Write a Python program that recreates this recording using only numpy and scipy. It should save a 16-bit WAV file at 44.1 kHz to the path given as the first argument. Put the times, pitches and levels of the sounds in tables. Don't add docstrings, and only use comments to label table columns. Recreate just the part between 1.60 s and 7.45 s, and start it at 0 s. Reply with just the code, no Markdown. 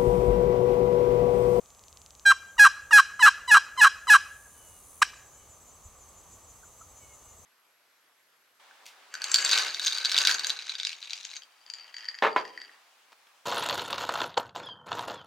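import sys
import numpy as np
from scipy import signal
from scipy.fft import rfft, irfft, next_fast_len
from scipy.io import wavfile
from scipy.ndimage import uniform_filter1d, minimum_filter1d, map_coordinates

SR = 44100
rng = np.random.default_rng(int(sys.argv[2]) if len(sys.argv) > 2 else 0)


def unload_audio(sound):
    columns = np.transpose(np.atleast_2d(sound))
    steps = np.round(np.clip(columns, -1, 1) * 32767)
    wavfile.write(sys.argv[1], SR, steps.astype(np.int16))


N = 257981
TIME = np.arange(N) / SR

# start, lock, break and end in seconds, free pitch in Hz, locked pitch in Hz,
# relative level in dB, roughness of the rasp from 0 to 1.
STROKES = [ (0.65, .662, .709, .730, 813, 799.3, -4, .5),
           (0.978, 0.996, 1.046, 1.08, 963.6, 832.8, 0.5, .7),
           (1.308, 1.332, 1.380, 1.41, 947, 840.5, 0.5, .7),
           (1.594, 1.629, 1.660, 1.696, 1017, 855.5, 0.5, .98),
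           (1.875, 1.916, 1.946, 1.987, 997, 843.3, 0, .9),
           (2.172, 2.216, 2.240, 2.284, 1028, 846.5, 0, .98),
           (2.474, 2.502, 2.537, 2.5725, 1011, 846.8, 0.5, .98)]
# time in seconds, relative level in dB.
CATCHES = [(.968, -36), (1.309, -12.5), (1.593, -15.5), (2.166, -30.5), (2.470, -18)]
# frequency in Hz, gain in dB.
BOX_RESPONSE = [(100, -41), (550, -47), (800, -32), (1050, -8), (1600, -7), (2150, -23), (3450, -30.5),
                (4400, -31.5), (6500, -28), (9500, -36.5), (13000, -39.5), (15500, -53)]
# centre in Hz, width at half the lift in Hz, lift in dB.
WALL_RESONANCES = [(1660, 280, 6.5), (2530, 180, 5.5), (2837, 340, 11), (3137, 180, 10), (3980, 270, 16.5),
                   (5050, 230, 3.5), (5630, 350, 7), (8030, 380, 12), (10926, 300, 13)]
# frequency in Hz, relative level in dB.
RUB_COLOUR = [(40, -8.5), (160, -4), (450, -8), (900, -15.5), (2000, -41)]
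# frequency in Hz, relative level in dB.
CHATTER_COLOUR = [(450, -37), (750, -5.5), (1200, -6.5), (2300, 5), (3400, -9.5), (5700, -6.5),
                  (8000, -9.5), (15000, -31)]
# delay in seconds, level in dB.
TRUNK_ECHOES = [(.011, -27), (.024, -29), (.113, -35), (.138, -43)]
# frequency in Hz, relative level in dB.
ECHO_COLOUR = [(300, 0.5), (1200, -11), (1750, -5.5), (2300, 1), (3400, 4.5), (4000, 3.5), (4700, 12.5),
               (8000, 4.5), (15000, -3)]
# frequency in Hz, time to fall by 60 dB in seconds.
WOODS_T60 = [(300, 0.26), (1150, .48), (1700, 0.85), (2500, .54), (4000, 0.42), (12000, .27)]
# frequency in Hz, gain in dB.
TICK_COLOUR = [(1200, -63), (2500, -4.5), (4500, 0.5), (7500, 1), (10000, -19), (15000, -26)]
# frequency in Hz, relative level in dB.
BUZZ_COLOUR = [(5500, -36.5), (8000, -14), (9600, -6), (11500, -15), (15000, -22.5)]
# note in Hz, chirp period in seconds, time of one chirp in seconds, rms level in dB.
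CRICKETS = [(6220, .159, 3.785, -68), (7060, .166, 3.735, -64), (7700, .1165, 3.685, -67)]
# start in seconds, length in seconds, initial fundamental in Hz, level of the fourth
# harmonic in dB, third harmonic against the fourth in dB.
CRIES = [(2.914, 0.33, 761, -63, -13), (3.675, 0.3, 777, -70.5, -3), (5.378, .2, 761, -68, 5.5),
         (5.558, 0.24, 745, -69.5, -2.5)]
# time in seconds, pitch in Hz, level in dB.
PIPS = [(5.038, 1430, -51.5), (5.217, 1320, -46)]
# time in seconds, level in dB.
BUMPS = [(.99, -55.5), (4.27, -50.5)]
# frequency in Hz, relative level in dB.
BUMP_COLOUR = [(15, -9.5), (40, 4), (90, -9), (200, -30.5), (800, -59)]
# frequency in Hz, relative level in dB.
AIR_COLOUR = [(12, -36), (20, -15.5), (65, 3), (99, -1), (131, -9), (328, -14), (477, -9.5), (1060, -10),
              (1170, -6), (1440, -18), (1620, -19.5), (2150, -20), (5500, -23), (7150, -55), (12100, -120)]
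# frequency in Hz, relative level in dB.
CHORUS_COLOUR = [(4500, -38.5), (5600, -22), (6200, -3), (6700, -9), (7600, -8.5), (8400, -15.5),
                 (9300, -15.5), (12000, -18.5), (15500, -25)]

ATTACK_S, RELEASE_S, EDGE_DB = .0055, .0095, -20
SQUEAK_DB, EASE_DB = -16.5, -6
SNAP_POWER, SINK_S = 3.7, .049
LAST_HZ = 786.1
BREAK_S, RASP_SHARE, SETTLE_S = .0085, .38, .014
LOCKED_ROUGH, RASP_ROUGH, SETTLED_ROUGH = .16, .98, .2
LOWER_HZ, LOWER_END_HZ, SLIDE_S = 1403, 1083, .005
LOWER_PEAK_S, LOWER_RISE_DB_PER_S, LOWER_FALL_DB_PER_S = .0075, 1250.5, 330
CLUCK_S, CLUCK_DB, CLUCK_HZ = 3.4205, -1.5, 1150
CLUCK_ATTACK_S, CLUCK_HOLD_S, CLUCK_RELEASE_S = .004, .0078, .0039
CHATTER_DB, CHATTER_T60_S = -27.5, .055
TICK_START_S, TICK_PERIOD_S = .0148, .04475
TICK_START_DB, TICK_SWELL_DB, TICK_SWELL_S = -30, 8, .31
BUZZ_FULL_S, BUZZ_STOP_S, BUZZ_DB = 2.7, 3.39, -56.5
BUZZ_ATTACK_S, BUZZ_RELEASE_S, BUZZ_SWELL_DB_PER_S = .51, .06, 8
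AIR_DB, INSECTS_DB = -61, -62
AIR_RISE_DB_PER_S, INSECTS_RISE_DB_PER_S = .46, .59
TOP_HZ = 15800


def yelps(jitter=.082, coupling=.04, scatter=.54, grit_db=-7, rub_db=-53, softening=.05,
          snap_db=1.1, lift_db=.15, chalk_rough=.04, squawk_db=-5):
    force, squawks, load = np.zeros((3, N))
    chance = np.array([wobble(900), wobble(700), wobble(260), wobble(330), wobble(90),
                       rng.standard_normal(N)])
    for start, lock, crack, end, free_hz, locked_hz, db, roughness in STROKES:
        span = (TIME > start - ATTACK_S) & (TIME < end + RELEASE_S)
        t = TIME[span]
        timing, strength, drift, flutter, tremor, grit = chance[:, span]
        squawk = crack + RASP_SHARE * (end - crack)
        hz = stroke_pitch(t, start, lock, crack, end, free_hz, locked_hz) * (1 + .0015 * tremor)
        cycles = np.cumsum(hz) / SR
        locking = ramp(t, start, lock - start)
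        effort_db = db + SQUEAK_DB * (1 - locking) + EASE_DB * ramp(t, crack, end - crack)
        effort_db += edges_db(t, start + ATTACK_S * 1.1, end - RELEASE_S, ATTACK_S, RELEASE_S)
        pressure = amp(effort_db)
        rough = chalk_rough + stroke_roughness(t, lock, crack, squawk, roughness)
        lower = lower_vibration(t, crack, squawk, .79 * drift) * amp(.82 * flutter)
        dull_db = snap_db * np.sin(np.pi * locking ** SNAP_POWER) - softening * effort_db
        dull_db += lift_db * ramp(t, squawk + SETTLE_S / 2, end - squawk)
        pulses = slips(cycles + jitter * rough * timing + coupling * lower, dull_db=dull_db)
        uneven_pulses = pulses * (1 + scatter * rough * strength)
        force[span] += pressure * (uneven_pulses + amp(grit_db) * rough * grit)
        squawks[span] += pressure * lower
        load[span] += pressure * roughness
    rub = amp(rub_db + 1.8 * wobble(60)) * load * coloured(rng.standard_normal(N), RUB_COLOUR)
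    return amp(-4.5) * box(force) + amp(squawk_db) * squawks + rub


def stroke_pitch(t, start, lock, crack, end, free_hz, locked_hz, slack_power=2.5):
    squeak = 1 - ramp(t, start, lock - start) ** SNAP_POWER
    grip = .5 ** (np.maximum(t - lock, 0) / SINK_S) ** 3
    grip *= .5 + .5 * (1 - ramp(t, crack, end - crack)) ** slack_power
    return LAST_HZ + (locked_hz - LAST_HZ) * grip + (free_hz - locked_hz) * squeak


def stroke_roughness(t, lock, crack, squawk, roughness):
    locked = LOCKED_ROUGH * roughness * ramp(t, lock - BREAK_S / 2, crack - lock)
    rasp = RASP_ROUGH * ramp(t, crack - BREAK_S / 2, BREAK_S)
    rasp -= (RASP_ROUGH - SETTLED_ROUGH) * ramp(t, squawk, SETTLE_S)
    return roughness * (locked + rasp)


def lower_vibration(t, crack, squawk, drift):
    hz = LOWER_END_HZ + (LOWER_HZ - LOWER_END_HZ) / (1 + np.exp((t - squawk) / SLIDE_S))
    age = t - crack - LOWER_PEAK_S
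    swell_db = np.minimum(LOWER_RISE_DB_PER_S * age, -LOWER_FALL_DB_PER_S * age)
    return amp(swell_db) * np.sin(2 * np.pi * np.cumsum(hz) / SR + drift)


def slips(cycles, dull_db=0, count=19):
    return sum(amp(-dull_db * max(k - 2, 0)) * np.cos(2 * np.pi * k * cycles) for k in range(1, count + 1))


def cluck(jitter=.02, grit=.82, scrape_db=-24, knock_hz=1190, knock_db=-7.0, bite_db=.04):
    lift = CLUCK_S + CLUCK_HOLD_S
    hz = CLUCK_HZ + (LAST_HZ - CLUCK_HZ) * ramp(TIME, CLUCK_S, CLUCK_HOLD_S)
    cycles = np.cumsum(hz) / SR + jitter * wobble(900)
    pressure = amp(CLUCK_DB + edges_db(TIME, CLUCK_S, lift, CLUCK_ATTACK_S, CLUCK_RELEASE_S))
    pressure *= (TIME > CLUCK_S - 2 * CLUCK_ATTACK_S) & (TIME < lift + 2 * CLUCK_RELEASE_S)
    swell = np.exp(-((TIME - CLUCK_S - .0008) / .002) ** 2)
    knock = amp(knock_db) * swell * np.sin(2 * np.pi * knock_hz * TIME)
    rattle_db = CHATTER_DB - 60 * np.maximum(TIME - lift, 0) / CHATTER_T60_S
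    chatter = ramp(TIME, CLUCK_S, CLUCK_HOLD_S) * amp(rattle_db)
    grip = ramp(TIME, CLUCK_S - CLUCK_ATTACK_S / 2, CLUCK_HOLD_S / 2 + CLUCK_ATTACK_S / 2)
    friction = slips(cycles, dull_db=-bite_db, count=13) + grit * rng.standard_normal(N)
    squeal = box(pressure * grip * friction)
    dry_noise = coloured(rng.standard_normal(N), CHATTER_COLOUR)
    return knock + amp(-5.0) * squeal + (amp(scrape_db) * pressure + chatter) * dry_noise


def catches(knock_hz=1270, scrape_db=3):
    blows = np.zeros(N)
    for s, db in CATCHES:
        age = np.maximum(TIME - s + .0005, 0) / .002
        blows += amp(db) * age * np.exp(1 - age)
    knock = .35 * np.sin(2 * np.pi * knock_hz * TIME + .5 * wobble(210))
    return blows * knock + box(amp(scrape_db) * blows * rng.standard_normal(N))


def box(force, size=4096):
    hz = np.fft.rfftfreq(size, 1 / SR)
    db = along(BOX_RESPONSE, hz)
    for centre, width, lift in WALL_RESONANCES:
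        db = db + lift * .5 ** ((2 * (hz - centre) / width) ** 2)
    cepstrum = irfft(np.log(amp(db)))
    cepstrum[1:size // 2] *= 2
    cepstrum[size // 2 + 1:] = 0
    impulse_response = irfft(np.exp(rfft(cepstrum)))
    return signal.fftconvolve(force, impulse_response)[:N]


def woods(x, lumpy_db=3):
    hz, t, z = signal.stft(rng.standard_normal((2, SR)), SR, nperseg=256)
    trunks_db = lumpy_db * rng.standard_normal(len(t))
    decay_db = -60 * t / along(WOODS_T60, hz)[:, None]
    z = z * amp(along(ECHO_COLOUR, hz)[:, None] + trunks_db + decay_db)
    tail = unit(signal.istft(z, SR, nperseg=256)[1]) / np.sqrt(SR)
    return spread(signal.fftconvolve(x[None], tail, axes=1)[:, :N], side_db=-14)


def katydid(count=14, uneven_db=2, wing_hz=85):
    times = TICK_START_S + TICK_PERIOD_S * np.arange(count)
    strikes_db = TICK_START_DB + TICK_SWELL_DB * ramp(times, TICK_START_S, TICK_SWELL_S)
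    strikes = np.zeros(N)
    strikes[np.round(times * SR).astype(int)] = amp(strikes_db + uneven_db * rng.standard_normal(count))
    ticks = filtered(strikes, lambda hz: amp(along(TICK_COLOUR, hz)))
    wings = 1 + .447 * np.sin(2 * np.pi * wing_hz * TIME + .5 * wobble(8))
    gate = ramp(TIME, BUZZ_FULL_S - BUZZ_ATTACK_S, BUZZ_ATTACK_S)
    gate *= 1 - ramp(TIME, BUZZ_STOP_S, BUZZ_RELEASE_S)
    level = amp(BUZZ_DB + BUZZ_SWELL_DB_PER_S * (TIME - BUZZ_STOP_S))
    return ticks + gate * level * wings * hiss(BUZZ_COLOUR, side_db=-5)


def crickets():
    song = np.zeros(N)
    for hz, period, s, db in CRICKETS:
        chirps = np.maximum(np.cos(2 * np.pi * (TIME - s) / period + .47 * wobble(1.4)), 0) ** 2
        song += amp(db) * unit(chirps * np.sin(2 * np.pi * hz * TIME + .5 * wobble(150)))
    return song * amp(np.interp(TIME, [3.2, 3.7], [-7, 0]))


def birds():
    song = np.zeros(N)
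    for s, length, hz, db, third_db in CRIES:
        u = np.clip((TIME - s) / length, 0, 1)
        phase = 2 * np.pi * np.cumsum(hz * (1 - .07 * u + .005 * wobble(80))) / SR
        voice = .4 * np.sin(2 * phase) + amp(third_db) * np.sin(3 * phase) + np.sin(4 * phase)
        song += amp(db + 2.5 * wobble(25)) * np.sin(np.pi * u) * voice
    for s, hz, db in PIPS:
        swell = np.exp(-((TIME - s) / .0076) ** 2)
        song += amp(db) * swell * np.sin(2 * np.pi * hz * TIME + wobble(200))
    return song


def bumps(width=.025):
    swell = sum(amp(db) * np.exp(-((TIME - s) / width) ** 2) for s, db in BUMPS)
    return swell * coloured(rng.standard_normal(N), BUMP_COLOUR)


def background():
    air_db = AIR_DB + AIR_RISE_DB_PER_S * TIME + .47 * wobble(4.9)
    insects_db = INSECTS_DB + INSECTS_RISE_DB_PER_S * TIME + .5 * wobble(12)
    air = amp(air_db) * hiss(AIR_COLOUR, side_db=-11.5)
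    return air + amp(insects_db) * hiss(CHORUS_COLOUR, side_db=-3)


def ramp(t, begin, length):
    return np.clip((t - begin) / length, 0, 1)


def edges_db(t, on, off, attack, release):
    outside = np.maximum((on - t) / attack, (t - off) / release)
    return EDGE_DB * np.clip(outside, 0, 2) ** 2


def amp(db):
    return 10 ** (np.asarray(db) / 20)


def unit(x):
    return x / np.sqrt(np.mean(x ** 2) + 1e-20)


def along(points, hz):
    f, v = np.transpose(points)
    return np.interp(np.log(hz + 1), np.log(f + 1), v)


def wobble(rate):
    return map_coordinates(rng.standard_normal(int(N * rate / SR) + 4), [TIME * rate])


def filtered(x, response):
    size = next_fast_len(N + SR // 2)
    return irfft(rfft(x, size) * response(np.fft.rfftfreq(size, 1 / SR)), size)[..., :N]


def coloured(x, spectrum):
    return unit(filtered(x, lambda hz: amp(along(spectrum, hz))))


def spread(pair, side_db):
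    mid, side = pair[0], pair[1] * amp(side_db)
    return np.array([mid + side, mid - side])


def hiss(spectrum, side_db):
    return spread(coloured(rng.standard_normal((2, N)), spectrum), side_db)


def scene():
    call = yelps() + cluck() + catches()
    echoes = amp(-17.0) * woods(call)
    for delay, db in TRUNK_ECHOES:
        echoes = echoes + amp(db) * np.pad(call, (round(delay * SR), 0))[:N]
    panned_call = call * amp([[-.4], [.4]])
    return panned_call + echoes + katydid() + crickets() + birds() + bumps() + background()


def record(dry, ceiling=.7, size=90):
    needed = ceiling / np.maximum(abs(dry).max(axis=0), ceiling)
    gain = uniform_filter1d(minimum_filter1d(needed, size), size)
    return filtered(dry * gain, lambda hz: hz < TOP_HZ)


dry = scene()
out = record(dry)
unload_audio(out)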